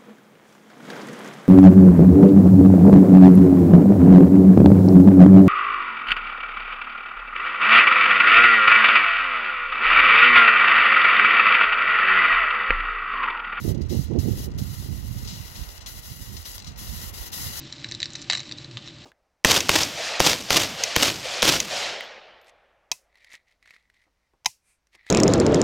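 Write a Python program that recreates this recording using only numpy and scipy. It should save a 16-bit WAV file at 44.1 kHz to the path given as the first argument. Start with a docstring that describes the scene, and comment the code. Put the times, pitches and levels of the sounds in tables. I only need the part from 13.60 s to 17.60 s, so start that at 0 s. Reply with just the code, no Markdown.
"""Hot gas and foaming coolant hiss out under the cap of an expansion tank in an open engine bay.
A hand rocks the cap, so the seal opens and shuts, and wet spits crackle through it.
The tank's neck rings in the hiss, foam fizzes as tiny bubbles pop, and nearby metal adds short echoes.
Gusts of wind buffet the microphone, mostly on the right."""
import sys
import numpy as np
from scipy import signal
from scipy.fft import rfft, irfft
from scipy.io import wavfile

SR = 44100
rng = np.random.default_rng(int(sys.argv[2]) if len(sys.argv) > 2 else 0)


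def dump(signal):
    """Clip the signal to [-1, 1] and save it as 16-bit WAV at the path in sys.argv[1]."""
    limited = np.clip(np.atleast_2d(signal).T, -1, 1)
    pcm = np.round(limited * 32767).astype(np.int16)
    wavfile.write(sys.argv[1], SR, pcm)


N = 176400
T = np.arange(N) / SR

# When the seal is open. Each row: start in seconds, end in seconds, opening surge in dB.
SEAL_OPENINGS = [(-.1, 0.109, -2.5), (0.283, 0.445, -3), (0.58, 0.857, 5.5), (0.975, 2.178, 13.5),
                 (2.259, 2.397, 9.5), (2.415, 2.82, 3), (2.843, 2.97, 5), (3.169, 3.495, 2),
                 (3.523, 3.678, 1), (3.714, 4.122, 7.5)]
# How hard the gas flows through the open seal. Each row: time in seconds, relative level in dB.
JET_LEVELS = [(.05, -45.5), (.11, -44), (.4, -48.5), (.62, -50.5), (.74, -48), (.84, -43), (1.0, -56.5),
              (1.2, -50.5), (1.67, -52), (1.97, -48.5), (2.33, -52), (2.5, -47.5), (2.8, -49.5),
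              (3.42, -44), (3.7, -43.5), (3.79, -45), (3.84, -39), (3.91, -44), (3.97, -38.5)]
# The tone of the hiss. Each row: frequency in Hz, left level in dB, right level in dB.
JET_TONE = [(510, -11.5, -10), (1965, -5.5, -16.5), (2350, -12.5, -33), (3040, -5, -28),
            (3850, -5.5, -12.5), (5070, -3.5, -6), (5500, -4.5, -9.5), (7240, -3.5, -8.5), (7700, -10, -40),
            (10700, -9, -1), (10800, 0, -11.5), (11500, -10, 0), (13600, -8, -15.5)]
# Where the neck and cap ring. Each entry: frequency in Hz.
NECK_RINGS_HZ = [3414, 3990, 4890, 5130, 5920, 6730, 10960, 12900]
# Echoes from the nearest surfaces. Each row: delay in seconds, strength as a share of the direct sound.
NEAR_ECHOES = [(.00102, 0.13), (.00287, 0.0049)]
# How strongly the foam fizzes. Each row: time in seconds, relative level in dB.
FOAM_LEVELS = [(.3, -51.5), (1.5, -50.5), (2.0, -46), (2.6, -51.5), (3.1, -48.5), (4.0, -43.5)]
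# The tone of the fizz. Each row: frequency in Hz, level in dB.
FOAM_TONE = [(200, -1), (1050, -2.5), (1900, -4.5), (2500, -7.5), (5000, -17.5)]
# Gusts on the right. Each row: time in seconds, rumble strength in dB, flutter strength in dB.
RIGHT_GUSTS = [(.035, -28, -47), (.045, -18.5, -29), (.19, -20, -34), (.27, -26, -45.5), (.35, -21, -29.5),
               (.47, -28.5, -58), (.52, -24.5, -22.5), (.58, -13, -24), (.61, -23.5, -42.5),
               (.69, -21.5, -30.5), (.8, -33.5, -56), (.88, -28, -33.5), (.97, -25.5, -76),
               (1.17, -34.5, -56), (1.31, -28, -47), (1.73, -31, -65), (1.9, -42.5, -74), (2.02, -29, -71),
               (2.1, -48.5, -105), (2.75, -31.5, -53.5), (2.85, -57, -88), (3.09, -35, -86),
               (3.39, -35, -65), (3.68, -51, -103), (3.85, -30, -65), (4.0, -48, -73)]
# Gusts on the left. Each row: time in seconds, rumble strength in dB.
LEFT_GUST_LEVELS = [(.4, -50.5), (.98, -31), (1.11, -51), (1.6, -42.5), (2.44, -78), (2.74, -57),
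                    (3.3, -49), (4.0, -46.5)]
# The tone of the deep draught under the gusts. Each row: frequency in Hz, level in dB.
DRAUGHT_TONE = [(22, -19), (48, 14), (85, 11.5), (200, -34.5)]
# The tone of the wind's rumble on the right. Each row: frequency in Hz, level in dB.
RIGHT_RUMBLE_TONE = [(25, -41.5), (65, -2), (115, 2), (200, -7), (320, -19), (900, -81)]
# The tone of the wind's higher flutter. Each row: frequency in Hz, level in dB.
FLUTTER_TONE = [(60, -14), (170, 3.5), (340, 2.5), (680, -16.5), (1900, -53)]
# The tone of the wind's rumble on the left. Each row: frequency in Hz, level in dB.
LEFT_RUMBLE_TONE = [(25, -25.5), (80, 14.5), (380, -3.5), (1500, -37.5)]
# Spits of coolant. Each row: start in seconds, relative level in dB, fade time in seconds.
COOLANT_SPITS = [(0.146, -47, 0.0091), (0.217, -41, 0.0075), (0.296, -40, 0.11), (0.588, -36.5, 0.017),
                 (.985, -36.5, 0.012), (1.648, -40, 0.027), (1.674, -36, 0.089), (1.955, -38, 0.024),
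                 (2.21, -42.5, 0.027), (2.261, -31, 0.016), (2.767, -34.5, 0.014), (2.828, -33, 0.0015),
                 (2.855, -31.5, 0.013), (2.98, -26.5, 0.0022), (2.9914, -33.5, 0.003), (3, -34, 0.0033),
                 (3.0224, -36.5, 0.0035), (3.044, -37.5, 0.011), (3.069, -37.5, 0.029), (3.73, -34, 0.023)]
# The tone of the spits. Each row: frequency in Hz, level in dB.
SPIT_TONE = [(600, -6.5), (2300, -5.5), (4200, 3.5), (6500, 2.5), (8200, -8.5), (15000, -15)]


def from_db(db):
    """Turn decibels into a number to multiply by."""
    return 10 ** (np.asarray(db) / 20)


def unit_power(x):
    """Scale a signal so its average power is 1."""
    return x / np.sqrt(np.mean(x ** 2) + 1e-20)


def over_time(rows):
    """Join a table's points with straight lines: one curve for each level column."""
    seconds, *columns = np.transpose(rows)
    return [np.interp(T, seconds, column) for column in columns]


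def drift(rate_hz):
    """A smooth random wobble with a typical size of 1."""
    pole = np.exp(-2 * np.pi * rate_hz / SR)
    return unit_power(signal.lfilter([1], [1, -2 * pole, pole * pole], rng.standard_normal(2 * N))[N:])


def with_tone(x, tone, size=16384):
    """Filter a sound by a tone table, giving one channel for each level column."""
    hz, *columns = np.transpose(tone)
    log_hz = np.log(np.arange(size // 2 + 1) * SR / size + 1)
    gains = from_db([np.interp(log_hz, np.log(hz), column) for column in columns])
    # Folding the cepstrum makes the filter ring only after a sound, never before it.
    cepstrum = irfft(np.log(gains))
    cepstrum[:, 1:size // 2] *= 2
    cepstrum[:, size // 2 + 1:] = 0
    response = unit_power(irfft(np.exp(rfft(cepstrum)))) / np.sqrt(size)
    return signal.fftconvolve(np.atleast_2d(x), response, axes=1)[:, :N]


def clicks(per_s, spread_db):
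    """Tiny clicks of uneven size at random moments."""
    sizes = from_db(spread_db * np.minimum(rng.exponential(1, N), 4))
    return unit_power(sizes * rng.choice([-1, 1], N) * (rng.random(N) < per_s / SR))


def wide(source, separate_share=0.52):
    """Spread a sound out: one part is the same on both sides, the rest is separate."""
    common = np.sqrt(1 - separate_share) * source()
    return common + np.sqrt(separate_share) * np.array([source(), source()])


def to_left(x, pan_db):
    """Shift a sound to the left by this many decibels."""
    return x * from_db(pan_db * np.array([[.5], [-.5]]))


def dulled(x, top_hz):
    """Cut away the treble above this frequency."""
    return signal.sosfilt(signal.butter(6, top_hz, fs=SR, output="sos"), x)


def jet(open_s=0.019, surge_s=0.13, shut_db_per_s=757):
    """Gas and droplets rush out while the seal is open; most openings start with a surge."""
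    flow_db, = over_time(JET_LEVELS)
    gap = np.zeros(N)
    for start, end, surge_db in SEAL_OPENINGS:
        opening = np.clip((T - start) / open_s, 0, 1)
        fading_surge_db = surge_db * np.exp(-np.maximum(T - start, 0) / surge_s)
        closing_db = shut_db_per_s * np.maximum(T - end, 0)
        gap = np.maximum(gap, opening * from_db(fading_surge_db - closing_db))
    # Smooth noise is the gas; clicks are the droplets.
    rush = wide(lambda: rng.standard_normal(N) + from_db(-8) * clicks(per_s=800, spread_db=-1.5))
    unsteady_db = 1.53 * drift(rate_hz=25) + 0.72 * drift(rate_hz=380)
    return with_tone(rush * gap * from_db(4 + flow_db + unsteady_db), JET_TONE)


def neck(x, width_hz=15, ring_gain=0.63):
    """The filler neck and cap ring at a few sharp pitches, on top of the sound passing through."""
    pole = np.exp(-np.pi * width_hz / SR)
    band = np.array([1, 0, -1]) * (1 - pole * pole) / 2
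    rings = sum(signal.lfilter(band, [1, -2 * pole * np.cos(2 * np.pi * hz / SR), pole * pole], x)
                for hz in NECK_RINGS_HZ)
    return x + ring_gain * rings


def engine_bay(x, die_away_s=0.055, right_delay_s=0.00032, size=4096):
    """Nearby metal echoes the sound and small parts scatter its treble; the left side hears it first."""
    scatter = rng.standard_normal((2, size)) * from_db(-60 * T[:size] / die_away_s)
    scatter = signal.sosfilt(signal.butter(2, 1990, "high", fs=SR, output="sos"), scatter)
    response = unit_power(scatter) / np.sqrt(size) * from_db(-5)
    response[:, 0] = 1  # the direct sound
    for delay_s, gain in NEAR_ECHOES:
        response[:, round(delay_s * SR)] += gain
    left, right = signal.fftconvolve(x, unit_power(response) / np.sqrt(size), axes=1)[:, :N]
    return np.array([left, np.pad(right, (round(right_delay_s * SR), 0))[:N]])


def foam():
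    """Countless small bubbles pop on the tank wall."""
    level_db, = over_time(FOAM_LEVELS)
    pops = wide(lambda: clicks(per_s=9000, spread_db=-3))
    fizz = to_left(with_tone(pops, FOAM_TONE), pan_db=7.5)
    return dulled(from_db(level_db - 3) * fizz, top_hz=6000)


def wind():
    """Swirling air hits each side of the microphone separately; hard gusts add a higher flutter."""
    def swirls(level_db, tone):
        lumpy_noise = rng.standard_normal(N) * from_db(level_db + 4 * drift(rate_hz=35))
        return with_tone(lumpy_noise, tone)[0]
    gust_db, flutter_db = over_time(RIGHT_GUSTS)
    left_db, = over_time(LEFT_GUST_LEVELS)
    swing_db = gust_db - gust_db.mean()
    # The draught swings less than the rumble, so weak gusts sound deeper than hard ones.
    draught = swirls(-37 + 0.39 * swing_db, DRAUGHT_TONE)
    rumble = swirls(-3.5 + gust_db.mean() + 1.144 * swing_db, RIGHT_RUMBLE_TONE)
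    flutter = swirls(flutter_db + 4, FLUTTER_TONE)
    left = swirls(left_db, LEFT_RUMBLE_TONE)
    return dulled(np.array([left, draught + rumble + flutter]), top_hz=2000)


def spits(crackle_fade_s=0.0013):
    """Each blob of coolant bursts into a brief shower of drops; small ones crackle as the foam builds."""
    bursts = sum(from_db(db) * (T >= start) * np.exp(-np.maximum(T - start, 0) / fade_s)
                 for start, db, fade_s in COOLANT_SPITS)
    foam_db, = over_time(FOAM_LEVELS)
    ticks = np.abs(clicks(per_s=140, spread_db=-1)) + 1e-18
    crackle = unit_power(signal.lfilter([1], [1, -np.exp(-1 / (crackle_fade_s * SR))], ticks))
    crackle_db = -53 + 1.44 * (foam_db - foam_db.mean())
    strength = np.hypot(bursts, from_db(crackle_db) * crackle)
    drops = wide(lambda: clicks(per_s=9500, spread_db=2))
    return from_db(-3) * to_left(with_tone(strength * drops, SPIT_TONE), pan_db=6)


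def scene():
    """The hissing cap and the foam in the engine bay, with wind on the microphone."""
    return engine_bay(neck(jet() + spits()) + foam()) + wind()


def record(dry, low_cut_hz=30, top_hz=15850):
    """Take out the deepest rumble and the very highest treble."""
    thinned = signal.sosfilt(signal.butter(2, low_cut_hz, "high", fs=SR, output="sos"), dry)
    return signal.fftconvolve(thinned, signal.firwin(601, top_hz, fs=SR)[None], "same", axes=1)


dry = scene()
out = record(dry)
dump(out)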